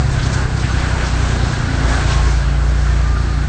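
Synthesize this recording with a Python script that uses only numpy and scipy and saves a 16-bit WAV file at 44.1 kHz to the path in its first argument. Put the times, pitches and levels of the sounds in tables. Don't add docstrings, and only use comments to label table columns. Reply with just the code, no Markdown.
import sys
import numpy as np
from scipy import signal
from scipy.fft import rfft, irfft
from scipy.io import wavfile
from scipy.ndimage import uniform_filter1d

SR = 44100
rng = np.random.default_rng(int(sys.argv[2]) if len(sys.argv) > 2 else 0)


def nominal_scale(level):
    x = np.asarray(level, float) / 20
    return 10 ** x


def log_audio(samples):
    frames = np.atleast_2d(samples).T
    limited = np.clip(frames, -1, 1)
    pcm = np.round(limited * 32767).astype(np.int16)
    wavfile.write(sys.argv[1], SR, pcm)


N = 153468
T = np.arange(N) / SR


def level(x, db):
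    return x * nominal_scale(db) / np.sqrt(np.mean(x ** 2))


def curve(table, column):
    rows = np.array(table, float)
    return np.interp(T, rows[:, 0], rows[:, column])


def walk(rate_hz):
    hold = int(SR / rate_hz)
    steps = np.repeat(rng.standard_normal(N // hold + 1), hold)
    smooth = uniform_filter1d(uniform_filter1d(steps, hold), hold)
    return 1.296 * smooth[:N]


def noise_band(hz, width):
    edge = 1 + width / 2
    limits = [hz / edge, min(hz * edge, 0.45 * SR)]
    sos = signal.butter(2, limits, "band", fs=SR, output="sos")
    return signal.sosfilt(sos, rng.standard_normal(N))


def coloured_noise(spectrum, lowest_hz, move_db):
    points = np.array(spectrum, float)
    count, out = 16, 0
    for k in range(count):
        hz = lowest_hz * 2 ** (k / 3)
        db_per_hz = np.interp(np.log(hz), np.log(points[:, 0]), points[:, 1])
        band_db = db_per_hz + 10 * np.log10(hz)
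        out = out + level(noise_band(hz, 0.26), band_db) * nominal_scale(move_db(k / count))
    return level(out, 0)


def tones(table, wobble_hz, flutter_db, edge_s):
    out = 0
    for start, length, hz, db in table:
        phase = 2 * np.pi * np.cumsum(hz + wobble_hz * walk(14)) / SR
        loudness = np.sqrt(2) * nominal_scale(db + flutter_db * walk(18))
        fade = np.clip(np.minimum(T - start, start + length - T) / edge_s, 0, 1) ** 2
        out = out + loudness * fade * np.sin(phase)
    return out


def ring(hz, t60_s, rise_s, glide):
    t = np.arange(int(t60_s * SR)) / SR
    envelope = (1 - np.exp(-t / rise_s)) * nominal_scale(-60 * t / t60_s)
    return envelope * np.sin(2 * np.pi * hz * (t + glide * t ** 2 / t60_s))


def add_at(track, start, sound):
    track[start:start + len(sound)] += sound


# time in seconds, half the firing rate in Hz,
# level of the firing tone in dB, level of its second overtone in dB.
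ENGINE_RUN = [(0.0, 33.9, -15, -19), (0.2, 32.9, -23, -20), (0.42, 32.1, -18, -23), (0.56, 31.7, -22, -23),
              (0.75, 31.1, -18, -24), (1.0, 30.4, -16, -33), (1.2, 30.0, -17, -24), (1.42, 29.7, -17, -24),
              (1.55, 29.4, -29, -24), (1.74, 28.9, -23, -23), (1.84, 28.6, -14, -23),
              (1.94, 28.75, -15, -34), (2.08, 28.85, -19, -21), (2.22, 28.3, -11.5, -30),
              (2.5, 28.4, -14, -33), (2.8, 28.95, -13.5, -34), (3.35, 29.05, -15, -33),
              (3.48, 29.1, -19, -33)]
# order (multiple of the engine cycle), # starting
# level in dB, change in dB per second until settle_s, change in dB per second after.
UNEVEN_ORDERS = [(3, -36, -6, -5.5), (7, -38, 4, -1), (8, -39.5, 3.5, -2), (9, -26.5, 1, 1),
                 (10, -22, -9.5, -3.5), (13, -34, 3.5, -5), (15, -34, 6, -.5), (18, -33, -2.5, -1),
                 (21, -42, 1, 1), (24, -38, 4, -16), (27, -47, 1.5, 1.5), (30, -48, 1.5, 0.5),
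                 (36, -49.5, 5, -0.5)]


def engine():
    settle_s = 1.576
    firing_flutter_db, flutter_db = 0.5, 1.3
    cycle_hz = (curve(ENGINE_RUN, column=1) + 0.07 * walk(6)) / 3
    cycle = 2 * np.pi * np.cumsum(cycle_hz) / SR

    def order_tone(order, db, flutter):
        loudness = np.sqrt(2) * nominal_scale(db + flutter * walk(12))
        offset = 0.6 * rng.uniform(-1, 1) + 0.2 * walk(2.94)
        return loudness * np.cos(order * cycle + offset)

    overtone_db = curve(ENGINE_RUN, column=3)
    out = order_tone(6, curve(ENGINE_RUN, column=2), firing_flutter_db)
    out += order_tone(12, overtone_db, firing_flutter_db)
    out += order_tone(34, overtone_db - 23.5, flutter_db)
    for order, db, sag_slope, late_slope in UNEVEN_ORDERS:
        sagging = sag_slope * np.minimum(T, settle_s)
        holding = late_slope * np.maximum(T - settle_s, 0)
        out += order_tone(order, db + sagging + holding, flutter_db)
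    return out


# time in seconds, flow level in dB, spray brightness in dB.
WATER_FLOW = [(0.0, -27.5, 4), (0.06, -28, 0.7), (0.41, -26.5, 2.7), (0.48, -29, 1), (1.06, -23.5, 0),
              (1.11, -26.5, 3.3), (1.8, -24, -1.6), (1.94, -22, -1.4), (2.07, -26, 1.3), (2.11, -25.5, 2),
              (2.25, -25.7, 0), (2.68, -29.5, 0), (2.87, -27.3, -1.8), (3.42, -30.5, 1), (3.44, -29, -1.5),
              (3.48, -32, 0.5)]
# pitch in Hz, level in dB per Hz.
RUSH_COLOUR = [(180, -30), (300, -2.5), (519, -6), (716, -6), (1260, -7), (1490, -7), (2570, -14),
               (7470, -20), (8600, -25.5), (11200, -58.5), (18900, -120)]
# pitch in Hz, width as a fraction of the pitch, level in dB under the flow.
BODY_HOLLOWS = [
    (729, 0.21, -13),
    (1520, 0.17, -9.5),
    (4320, 0.12, -18.5),
]


def rush():
    swell, low, high = walk(8.9), walk(8.4), walk(8.8)

    def move_db(place):
        brightness = (0.7 * swell + curve(WATER_FLOW, column=2)) * place
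        lean = 0.9 * ((1 - place) * low + place * high)
        flicker = 1.0 * walk(14)
        return brightness + lean + flicker

    out = coloured_noise(RUSH_COLOUR, 308, move_db)
    for hz, width, db in BODY_HOLLOWS:
        out = out + level(noise_band(hz, width), db) * nominal_scale(0.81 * walk(10.2))
    return nominal_scale(curve(WATER_FLOW, column=1)) * out


def small_bubbles():
    count = 900
    swarm = np.zeros(N + SR)
    starts = rng.uniform(0, N, count)
    pitches = rng.standard_normal(count)
    sizes = rng.exponential(1, count)
    for start, pitch, size in zip(starts, pitches, sizes):
        hz = 1450.6 * 2 ** (0.2973 * pitch)
        sound = ring(hz, t60_s=3 * 23.7 / hz, rise_s=2 / hz, glide=0.11)
        add_at(swarm, int(start), sound * nominal_scale(2.5 * min(size, 3)))
    return nominal_scale(curve(WATER_FLOW, column=1)) * level(swarm[:N], -10.5)


# start in seconds, pitch in Hz, level in dB.
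LARGE_BUBBLES = [(.37, 880, -25), (.34, 1010, -28), (.38, 1440, -24), (0.909, 1430, -25),
                 (0.948, 900, -26.5), (1.025, 1500, -24), (1.53, 1600, -25), (1.81, 700, -26),
                 (1.92, 1680, -21), (1.95, 1520, -21), (2.098, 1530, -24.5), (2.185, 855, -23.5),
                 (2.9, 1780, -28), (2.969, 1620, -32), (3.165, 1370, -26), (3.045, 1510, -29),
                 (0.0, 740, -26), (0.327, 2350, -27), (0.335, 6400, -33), (0.232, 4450, -32),
                 (2.268, 420, -27), (2.268, 960, -28), (.13, 720, -28), (.17, 660, -28), (.295, 620, -28),
                 (.335, 1500, -26), (.36, 1620, -27), (.41, 1400, -27), (.45, 1580, -28), (.03, 750, -30),
                 (.62, 1500, -28), (.745, 1500, -29), (1.28, 380, -27), (1.35, 420, -28), (.25, 262, -28),
                 (1.68, 1450, -27), (.695, 1480, -27), (.84, 1600, -27), (1.04, 900, -28),
                 (2.02, 1330, -25), (2.005, 1560, -27), (2.075, 950, -28), (1.85, 1320, -27),
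                 (2.42, 1630, -29), (1.885, 350, -25), (1.84, 270, -26), (2.6, 1330, -29),
                 (2.85, 1350, -28), (2.1, 400, -26), (3.432, 1470, -26.5)]


def gulps():
    out = np.zeros(N + SR)
    for start, hz, db in LARGE_BUBBLES:
        t60_s = 0.085 * min(1, (1500 / hz) ** 0.7)
        sound = ring(hz, t60_s, rise_s=0.0098, glide=0.025)
        add_at(out, int(start * SR), sound * nominal_scale(db + 10))
    return out[:N]


# pitch in Hz, level in dB per Hz.
RUMBLE_COLOUR = [(10, -14), (20, -8.5), (35, 4), (70, 1.5), (130, -4), (200, -11.5), (330, -15), (450, -28)]
# time in seconds, turbulence in dB.
BODY_BUFFET = [(0, -1), (.3, -3), (1.0, -2), (1.6, -2), (2.1, 0), (2.3, -6), (2.8, -9), (3.15, -8),
               (3.3, -4), (3.48, -3)]


def rumble():
    swing_db = curve(BODY_BUFFET, column=1)
    high_share = 0.28

    def move_db(place):
        return swing_db * (1 - (1 - high_share) * place ** 2) + 1.2 * walk(4.4)

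    return nominal_scale(-24) * coloured_noise(RUMBLE_COLOUR, 11.11, move_db)


# start in seconds, length in seconds, pitch in Hz, level in dB.
PANEL_BUZZES = [
    (1.62, .42, 266, -31),
    (2.45, .8, 264, -41),
    (3.25, .35, 266, -35.5),
    (.05, 1.2, 345, -40),
    (1.05, .25, 280, -33),
    (.4, .3, 442, -39),
    (2.8, .6, 231, -40),
]


def panel_buzz():
    return tones(PANEL_BUZZES, wobble_hz=3.0, flutter_db=2.0, edge_s=0.07)


# start in seconds, centre pitch in Hz, level in dB, length in seconds.
SPRAY_BURSTS = [(0.108, 7420, -35.5, .025), (.222, 4330, -29.5, 0.02), (.18, 3500, -34, .025),
                (.255, 3500, -33, .015), (.255, 7300, -37, .015), (2.108, 5000, -33, .025),
                (2.108, 2700, -32, .02), (.62, 2000, -32, .03), (.97, 2200, -31, .05),
                (1.895, 7000, -38, .015), (.25, 5420, -33, 0.019), (0.324, 6440, -30, 0.018),
                (0.325, 4400, -30, 0.018), (.34, 1400, -32, 0.09), (.77, 2100, -33, 0.05),
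                (.6, 2490, -34, .08), (0.56, 4500, -35, 0.058), (1.379, 3500, -33.5, .07),
                (2.2, 6000, -37, 0.14), (0.89, 1900, -33, 0.04), (1.038, 5000, -34, 0.041),
                (1.516, 6060, -37.5, 0.021), (1.669, 1550, -32, 0.053), (1.863, 3970, -38.5, 0.046),
                (1.881, 1600, -31, 0.045), (1.99, 1500, -30, 0.027), (2.073, 3500, -35, 0.06),
                (2.26, 1760, -31, .03), (2.84, 1300, -31.5, .04), (2.912, 3340, -40, 0.025),
                (3.141, 1500, -32.5, 0.022), (3.4, 5000, -47.5, 0.025)]


def splashes():
    out = 0
    for start, hz, db, length in SPRAY_BURSTS:
        u = np.clip(T - start, 0, None) / length
        burst = 2.3 * u * np.exp(-u ** 2)
        patches = nominal_scale(1.5 * walk(150))
        out = out + level(noise_band(hz, 0.56), db) * burst * patches
    return out


# start in seconds, pitch in Hz, level in dB.
FLOOR_KNOCKS = [
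    (0.111, 31.8, -19),
    (1.58, 36, -20),
    (2.052, 85, -17),
    (.66, 100, -18),
    (.7, 140, -23),
]


def knocks():
    out = np.zeros(N + SR)
    for start, hz, db in FLOOR_KNOCKS:
        sound = ring(hz, t60_s=0.3, rise_s=0.04, glide=0)
        add_at(out, int(start * SR), sound * nominal_scale(db + 7.5))
    return out[:N]


# start in seconds, length in seconds, pitch in Hz, level in dB.
BRAKE_SQUEALS = [
    (1.99, .085, 1076, -33.5),
    (2.075, .215, 1076, -33.5),
    (3.025, .21, 1199, -34),
    (3.27, .075, 1225, -36),
    (3.335, .055, 1195, -37),
    (.7, .045, 6300, -40),
    (.15, .1, 1530, -37),
]


def brake():
    return tones(BRAKE_SQUEALS, wobble_hz=1.5, flutter_db=1.2, edge_s=0.012)


def scene():
    water = rush() + small_bubbles() + gulps() + splashes()
    body = rumble() + panel_buzz() + knocks()
    mix = engine() + water + body + brake()
    return mix[None, :]


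def roll_off(x):
    return signal.sosfilt(signal.butter(12, 9070, fs=SR, output="sos"), x)


def record(dry):
    top_hz = 8680
    rounded = np.tanh(0.76 * dry) / 0.83
    spectrum = rfft(rounded, axis=1)
    hz = np.arange(spectrum.shape[1]) * SR / N
    mix = irfft(spectrum * (hz < top_hz), N, axis=1)
    return roll_off(mix)


dry = scene()
out = record(dry)
log_audio(out)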